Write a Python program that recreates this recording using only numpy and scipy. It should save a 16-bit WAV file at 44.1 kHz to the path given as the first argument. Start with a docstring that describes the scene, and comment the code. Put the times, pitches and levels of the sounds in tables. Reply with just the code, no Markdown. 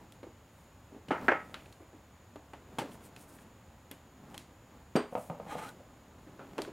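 """Leads are handled at a small battery that lies on a sheet-metal case on a wooden workbench.
From the start, metal clips tick and land, and cables bump the wood and slide through the fingers.
Just after 1 s a plastic plug clatters down. Near 5 s a hand knocks the battery and a thin metal part
pings; the battery rocks, then scrapes and groans as it is pushed across the case in four jerks.
After 6 s more clips and cables land. A quiet hiss fills the small room throughout."""
import sys
import numpy as np
from scipy import signal
from scipy.fft import rfft, irfft
from scipy.io import wavfile
from scipy.ndimage import uniform_filter1d

SR = 44100
rng = np.random.default_rng(int(sys.argv[2]) if len(sys.argv) > 2 else 0)


def store_pcm(level_fs):
    """Save levels as 16-bit WAV."""
    pcm = np.round(np.clip(level_fs, -1, 1) * 32767).astype(np.int16)
    wavfile.write(sys.argv[1], SR, np.atleast_2d(pcm).T)


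N = 296352

# Strengths and gains are relative. A ring_s or rattle_s is the time to fade by 60 dB.
# A blow is weak below low_hz and above bright_hz; the spot that is struck favours spot_hz.
# the hand's knock: start_s, strength_db, low_hz, bright_hz, ring_s, room_db, spot_hz
HAND_KNOCK = [(4.9545, 25, 180, 338, 0.01, -16, 430), (4.9595, 15, 129, 980, 0.048, -3, 162),
              (4.9642, 19, 215, 880, 0.15, -7, 415)]
# the plug landing: start_s, strength_db, low_hz, bright_hz, ring_s, room_db, spot_hz
PLUG_HITS = [(1.1068, 12.5, 150, 1630, 0.052, 3, 855), (1.1098, 12.5, 150, 990, 0.041, -4, 342),
             (1.2826, 19, 266, 2310, 0.053, -4.5, 1660), (1.2852, 15.5, 264, 1960, 0.014, -5.5, 1370),
             (1.2885, 9, 232, 1020, 0.044, -11, 272), (1.3153, 4.5, 500, 2200, 0.033, 2, 1950),
             (1.3183, 15.5, 346, 1900, 0.044, -13, 523)]
# the battery rocking: start_s, strength_db, spot_hz
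BATTERY_HITS = [(5.1243, 2, 560), (5.1521, 13, 700), (5.176, 3, 620), (5.2987, 9, 165), (5.3989, 4, 573),
                (5.4648, -0.5, 165), (5.553, 5.5, 730), (5.797, -7.5, 530)]
# jerks of the pushed battery: middle_s, length_s, scrape_db, groan_hz, groan_db
SHOVES = [(5.521, 0.066, -40, 870, -46.5), (5.59, .04, -42.5, 1197, -48), (5.637, 0.052, -43.5, 1240, -45),
          (5.684, 0.06, -49.5, 1413, -54)]
# clips landing, a thud under a tick: start_s, rattle_s, thud_db, thud_low_hz, thud_bright_hz,
# thud_spot_hz, tick_db, tick_bright_hz, tick_spot_hz
CLIP_LANDINGS = [(0.2308, 0.065, 2.5, 256, 507, 513, -25, 4500, 2150),
                 (1.0837, 0.073, 2, 150, 480, 177, -16.5, 4500, 2920),
                 (1.5424, .014, -3.5, 500, 2010, 1410, -4, 2900, 3900),
                 (2.3583, 0.015, -0.5, 223, 740, 540, -29, 7000, 3200),
                 (2.5346, 0.021, -2.5, 218, 1190, 820, -25.5, 5950, 2240),
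                 (2.7853, .085, 10.5, 120, 1170, 854, -4.5, 7550, 3150),
                 (2.818, 0.025, 8, 170, 680, 526, -21, 7000, 3400),
                 (3.9124, 0.045, -4, 160, 750, 288, -11, 2900, 3300),
                 (4.3433, .035, -8.5, 180, 1120, 830, -18.5, 8000, 3060),
                 (6.394, 0.24, 1.5, 230, 790, 1390, -41, 4000, 2400),
                 (6.5809, .016, 7.5, 260, 740, 1050, -11.5, 5960, 2720),
                 (6.5875, .02, 15.5, 300, 540, 384, -10, 3500, 1660),
                 (6.6189, .011, -0.5, 300, 650, 585, -7, 6400, 4600)]
# sharp ticks from the clips, the landing plug and the knock on the battery:
# start_s, strength_db, bright_hz, rattle_s, spot_hz
SHARP_TICKS = [(.1222, -25, 11000, .01, 3450), (1.108, -3.5, 2700, 0.16, 2970),
               (1.2825, -17.5, 7000, .03, 4170), (1.6572, -24, 4000, .033, 2550),
               (1.7256, -25, 8000, 0.017, 4180), (2.9174, -26, 4500, .025, 3300),
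               (3.1628, -18.5, 6100, 0.018, 2570), (3.386, -24, 3500, .025, 1700),
               (3.9136, -17.5, 17000, 0.0078, 11700), (4.3785, -12, 9600, 0.0079, 3300),
               (4.957, -6.5, 6000, .05, 2320), (4.9632, -14, 9000, 0.023, 4600),
               (5.69, -22.5, 11000, 0.022, 4030), (6.6495, -12, 2200, 0.0062, 1530)]
# cables bumping the bench: start_s, strength_db, spot_hz
CABLE_BUMPS = [(.268, 1, 317), (0.9212, -2, 293), (.947, 2, 310), (1.215, 3, 380), (1.806, -2.5, 328),
               (1.931, -3.5, 306), (2.84, 3, 290), (4.2483, -7.5, 300), (6.27, -4, 262), (6.6763, 7.5, 374)]
# cables moving through the fingers and over the wood: middle_s, length_s, strength_db
SLIDES = [(.6, .16, -72.5), (1.56, 0.5, -71.5), (2.935, 0.059, -61.5), (3.055, 0.055, -58),
          (3.215, 0.064, -59), (3.295, 0.038, -63), (3.35, 0.067, -62), (3.42, .05, -67), (4.345, .11, -72),
          (5.215, 0.16, -59)]
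SHUFFLES = [(.02, 0.087, -57.5), (1.24, 0.17, -45), (1.52, 0.43, -57.5), (2.86, 0.35, -52),
            (3.3, 0.53, -61), (4.32, 0.27, -56.5), (4.75, 0.11, -58.5), (5.55, 0.51, -54.5),
            (6.58, 0.75, -55)]

# the clear notes each thing rings with: pitch_hz, gain_db, ring_s
BATTERY_NOTES = [(160, 2.5, 0.14), (500, 4, 0.14), (581, -0.5, 0.31), (642, -3, 0.16), (728, -6, 0.24),
                 (900, 3.5, 0.25), (1240, 8.5, 0.21), (2490, -2, 0.094), (3320, -2, .03), (4170, 3, .03)]
PING_NOTES = [(4710, -48.5, 0.28), (4670, -38, 0.068), (8452, -51, 0.24), (8570, -51, 0.17),
              (7900, -56, .1)]
PLUG_NOTES = [(268, -25, 0.25), (626, 0, 0.25), (785, 10, 0.14), (886, 9, 0.21), (1190, 4.5, 0.22),
              (1290, 13, 0.32), (1370, 12, 0.25), (1696, 4, 0.24), (1753, 9, 0.27), (1900, 5.5, 0.34),
              (2152, 16, 0.24)]
BENCH_NOTES = [(165, 5, 0.12), (241.4, -11, 0.44), (300, 3, 0.2), (418, 2, 0.23), (546, -1, 0.2),
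               (653, 2.5, 0.23), (790, 1, 0.16), (924, 3, .16), (1050, -19, 0.17)]
TICK_NOTES = [(3150, 0, 0.024), (3300, 12, 0.026), (4150, 17, 0.044), (11100, 3, 0.03)]
# the colour (mix of bass and treble) of each kind of blow: frequency_hz, gain_db
BATTERY_COLOUR = [(100, -5), (170, 2), (280, -4.5), (370, -15.5), (490, -0.5), (740, -0.5), (1000, -6.5),
                  (1250, -8.5), (1700, -16), (2600, -11), (4000, -17), (15000, -22)]
PLUG_COLOUR = [(100, -9.5), (290, 1.5), (480, -3.5), (850, 0), (1100, -6), (1350, -1.5), (1700, -2.5),
               (2150, -4), (2800, -10.5), (3900, -24), (7000, -22), (15000, -46.5)]
BENCH_COLOUR = [(100, -5), (300, 0), (400, -4.5), (480, -3.5), (650, -6), (900, -4), (1400, -4), (2000, -4),
                (3000, -1.5), (5000, -7), (15000, -9)]
TICK_COLOUR = [(500, 2), (2000, -1.5), (3200, -3), (5500, -7), (7500, -5), (10500, -2), (12500, -5),
               (15000, -10)]
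# the colour of each rubbing sound and steady noise: frequency_hz, gain_db
SCRAPE_COLOUR = [(88, -42), (150, -28), (186, -26), (302, 1.5), (352, -23), (462, -5), (572, -9),
                 (860, 4.5), (1040, -5.5), (1220, -9), (1450, -5.5), (3280, -17), (4840, -25),
                 (8330, -26.5), (15500, -47)]
SLIDE_COLOUR = [(500, -30), (2000, -4), (4000, -6.5), (6500, -2.5), (9000, 2.5), (12000, -1), (15500, -5.5)]
SHUFFLE_COLOUR = [(60, -6), (150, 4.5), (260, 7), (450, -1.5), (850, -3.5), (1300, -10), (2200, -17.5),
                  (4000, -24), (9000, -31)]
ROOM_COLOUR = [(20, -40), (45, -5), (75, 2), (115, -0.5), (160, -5.5), (260, -7.5), (420, -15), (520, -10),
               (700, -14), (860, -12), (1500, -18.5), (3000, -25.5), (5000, -33), (15500, -37)]
MICROPHONE_COLOUR = [(40, -16), (200, -2), (1500, -1), (3500, -0.5), (6000, -6.5), (8500, -15), (13000, -8),
                     (15500, -8.5)]
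# how long the room echoes: frequency_hz, ring_s
ROOM_ECHO = [(100, 0.16), (350, 0.28), (800, 0.31), (1500, 0.31), (4000, 0.32), (12000, 0.19)]

BLOW_SAMPLES = 32768
BLOW_S, BLOW_HZ = np.arange(BLOW_SAMPLES) / SR, np.fft.rfftfreq(BLOW_SAMPLES, 1 / SR)
SCENE_S, SCENE_HZ = np.arange(N) / SR, np.fft.rfftfreq(N, 1 / SR)


def hand_knock():
    """A hand knocks the battery, and the case under it thumps the bench."""
    return bench_blows(HAND_KNOCK)


def battery_rocking(low_hz=135, room_db=-5):
    """The battery rocks on the case: a harder blow is brighter and shorter."""
    hits = [(s, db, low_hz, 786 * amp(db) ** 0.29, 0.045 / amp(db) ** 0.52, room_db, spot_hz)
            for s, db, spot_hz in BATTERY_HITS]
    return blows(hits, BATTERY_COLOUR, BATTERY_NOTES,
                 notes_db=-17.5, push_db=-11.5, spot_db=8, spot_sharpness=14, build_s=0.00031)


def battery_scrape(notes_db=-5, hiss_db=-61):
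    """The battery's base catches and slips, hissing and ringing the same notes as when it rocks."""
    slips = unit(friction(slips_per_s=700, spread_db=-0.5, rub_share=1))
    ringing = unit(signal.oaconvolve(slips, ring(BATTERY_NOTES))[:N])
    scrape = unit(tint(slips, curve(SCRAPE_COLOUR, SCENE_HZ)) + amp(notes_db) * ringing)
    hiss = tint(slips, curve(SLIDE_COLOUR, SCENE_HZ))
    moving = sum(stroke(s, length_s) for s, length_s, *_ in SHOVES)
    return strokes(SHOVES) * scrape + amp(hiss_db) * moving * hiss


def battery_groan(jitter=0.0398, flutter=0.54, length_share=0.79, rise_per_s=2):
    """In the middle of each jerk, the slips come almost evenly and speed up, making a rising note."""
    waver = 1 + jitter * unit(smooth(rng.standard_normal(N), size=70))
    grip = 1 + flutter * unit(smooth(rng.standard_normal(N), size=150))
    out = np.zeros(N)
    for s, length_s, _, hz, db in SHOVES:
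        pitch_hz = hz * waver * (1 + rise_per_s * (SCENE_S - s))
        note = unit(grip * np.sin(2 * np.pi * np.cumsum(pitch_hz) / SR))
        out += amp(db) * stroke(s, length_share * length_s) * note
    return out


def metal_ping():
    """The knock on the battery sets a thin metal part ringing."""
    return ring(PING_NOTES)


def plug_clatter():
    """A hard plastic plug lands in a few quick blows."""
    return blows(PLUG_HITS, PLUG_COLOUR, PLUG_NOTES,
                 notes_db=-14.5, push_db=-7, spot_db=10.5, spot_sharpness=9.3, build_s=0.00033)


def sharp_ticks(low_share=0.5, room_db=-6.5):
    """The clips, the landing plug and the knock on the battery make short, high ticks."""
    landings = [(s, db, bright_hz, rattle_s, spot_hz)
                for s, rattle_s, *_, db, bright_hz, spot_hz in CLIP_LANDINGS]
    hits = [(s, db, low_share * spot_hz, bright_hz, rattle_s, room_db, spot_hz)
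            for s, db, bright_hz, rattle_s, spot_hz in landings + list(SHARP_TICKS)]
    return blows(hits, TICK_COLOUR, TICK_NOTES,
                 notes_db=-18.5, push_db=-17, spot_db=11, spot_sharpness=15.3, build_s=0.00036)


def clip_thuds(extra_ring_s=0.045, room_db=-8.5):
    return bench_blows([(s, db, low_hz, bright_hz, rattle_s + extra_ring_s, room_db, spot_hz)
                        for s, rattle_s, db, low_hz, bright_hz, spot_hz, *_ in CLIP_LANDINGS])


def cable_bumps(low_share=0.85, bright_hz=423, ring_s=0.1, room_db=-2.5):
    """Cables are soft, so their bumps on the bench sound dull."""
    return bench_blows([(s, db, low_share * spot_hz, bright_hz, ring_s, room_db, spot_hz)
                        for s, db, spot_hz in CABLE_BUMPS])


def cable_rubbing(slide_db=-1, stir_db=-69.5):
    """Cable hisses through the fingers while the slack shuffles on the wood, never quite still."""
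    slide = tint(friction(slips_per_s=700, spread_db=1, rub_share=1), curve(SLIDE_COLOUR, SCENE_HZ))
    shuffle = tint(friction(slips_per_s=260, spread_db=3, rub_share=1.3), curve(SHUFFLE_COLOUR, SCENE_HZ))
    return amp(slide_db) * slide * strokes(SLIDES) + shuffle * (amp(stir_db) + strokes(SHUFFLES))


def room_tone(level_db=-58, hiss_hz=6906, width_hz=436, boost_db=12.8):
    """The room's steady low noise, with a narrow band of hiss on top."""
    hiss_db = boost_db * np.exp(-((SCENE_HZ - hiss_hz) / width_hz) ** 2)
    return amp(level_db) * tint(rng.standard_normal(N), curve(ROOM_COLOUR, SCENE_HZ) + hiss_db)


def microphone_hiss(level_db=-75):
    """Each of the two microphones adds its own faint hiss."""
    colour_db = curve(MICROPHONE_COLOUR, SCENE_HZ)
    return amp(level_db) * np.array([tint(rng.standard_normal(N), colour_db) for _ in range(2)])


def bench_blows(hits):
    """The wooden bench answers each blow with its own low notes."""
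    return blows(hits, BENCH_COLOUR, BENCH_NOTES,
                 notes_db=-20, push_db=-5, spot_db=9.5, spot_sharpness=8.2, build_s=0.00054)


def blows(hits, colour, notes, notes_db, push_db, spot_db, spot_sharpness, build_s):
    """Each blow is a push, a rattle of many crowded notes, a few clear notes and the room's echo."""
    out = np.zeros(N)
    clear_notes = rfft(amp(notes_db) * unit(ring(notes))) / np.sqrt(BLOW_SAMPLES)
    push = amp(push_db) * unit(1. * (BLOW_S == 0))
    for s, db, low_hz, bright_hz, ring_s, room_db, spot_hz in hits:
        rise_and_fade = (1 - np.exp(-BLOW_S / build_s)) * np.exp(-np.log(1000) * BLOW_S / ring_s)
        rattle = unit(rng.standard_normal(BLOW_SAMPLES) * rise_and_fade)
        crowd = rfft(push + rattle)
        # spread the energy evenly from bass to treble
        crowd *= causal_filter(1 / np.sqrt(smooth(abs(crowd) ** 2, size=130)))
        off_pitch = 2 * spot_sharpness * (BLOW_HZ / spot_hz - 1)
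        spot_boost = np.sqrt(1 + amp(spot_db) ** 2 / (1 + off_pitch ** 2))
        echo = amp(room_db) * rfft(room_echo()) / np.sqrt(BLOW_SAMPLES)
        body = (crowd * causal_filter(spot_boost) + echo) / np.hypot(1, amp(room_db)) + clear_notes
        # small parts give off little bass; a soft, long contact makes little treble
        band = 1 / np.sqrt((1 + (low_hz / (BLOW_HZ + 1)) ** 6) * (1 + (BLOW_HZ / bright_hz) ** 4))
        tone = causal_filter(band * amp(curve(colour, BLOW_HZ)))
        add(out, s, amp(db) * irfft(body * tone))
    return out


def room_echo(build_s=0.0076):
    """A wash of echoes builds quickly and dies soonest in the deep bass and high treble."""
    hz, t, noise = signal.stft(rng.standard_normal(BLOW_SAMPLES), SR, nperseg=256)
    fade = np.exp(-np.log(1000) * t / curve(ROOM_ECHO, hz)[:, None])
    tail = signal.istft(noise * fade, SR, nperseg=256)[1][:BLOW_SAMPLES]
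    return unit(tail * (1 - np.exp(-BLOW_S / build_s)))


def friction(slips_per_s, spread_db, rub_share):
    """Tiny slips of uneven size over a smooth rub."""
    slips = (rng.random(N) < slips_per_s / SR) * rng.choice([-1, 1], N)
    sizes = amp(spread_db * np.minimum(rng.exponential(1, N), 4))
    return unit(slips * sizes) + rub_share * rng.standard_normal(N)


def ring(notes):
    """Pure tones that start together and die away."""
    return sum(amp(db - 60 * BLOW_S / ring_s) * np.sin(2 * np.pi * hz * BLOW_S)
               for hz, db, ring_s in notes)


def stroke(middle_s, length_s, roundness=1.65):
    """A hand movement gathers speed, then slows again."""
    return np.exp(-abs(2 * (SCENE_S - middle_s) / length_s) ** roundness)


def strokes(rows):
    """The rising and falling level of a series of movements."""
    return sum(amp(db) * stroke(s, length_s) for s, length_s, db, *_ in rows)


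def amp(db):
    """Turns decibels into a multiplier."""
    return 10 ** (np.asarray(db) / 20)


def unit(x):
    """Scales a sound to an average power of 1."""
    return x / np.sqrt(np.mean(x ** 2) + 1e-20)


def curve(points, hz):
    """Reads between a table's points, spacing frequencies by octaves."""
    point_hz, values = np.transpose(points)
    return np.interp(np.log(hz + 1), np.log(point_hz + 1), values)


def add(mix, start_s, sound):
    """Mixes a sound in at its start time."""
    part = mix[max(round(start_s * SR), 0):][:len(sound)]
    part += sound[:len(part)]


def tint(x, db):
    """Colours a full-length sound and scales it to a power of 1."""
    return unit(irfft(rfft(x) * amp(db), N))


def causal_filter(gain):
    """A filter with these gains that lets nothing sound before the blow."""
    log_gain = np.log(np.maximum(gain, 1e-5))
    mirrored = np.r_[log_gain, log_gain[-2:0:-1]]
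    return np.exp(np.conj(signal.hilbert(mirrored)))[:len(gain)]


def smooth(x, size):
    """Averages neighbouring values, twice over."""
    return uniform_filter1d(uniform_filter1d(x, size), size)


def scene():
    """Both channels hear the same sources, each over its own hiss."""
    mix = room_tone() + cable_rubbing() + amp(-1) * battery_scrape() + battery_groan()
    mix += plug_clatter() + clip_thuds() + cable_bumps()
    mix += hand_knock() + battery_rocking() + sharp_ticks()
    add(mix, start_s=4.964, sound=metal_ping())
    return mix + microphone_hiss()


def record(dry):
    """Cuts away the very highest treble."""
    treble_cut = signal.firwin(511, cutoff=15900, window=("kaiser", 9), fs=SR)
    return signal.oaconvolve(dry, treble_cut[None], "same")


dry = scene()
out = record(dry)
store_pcm(out)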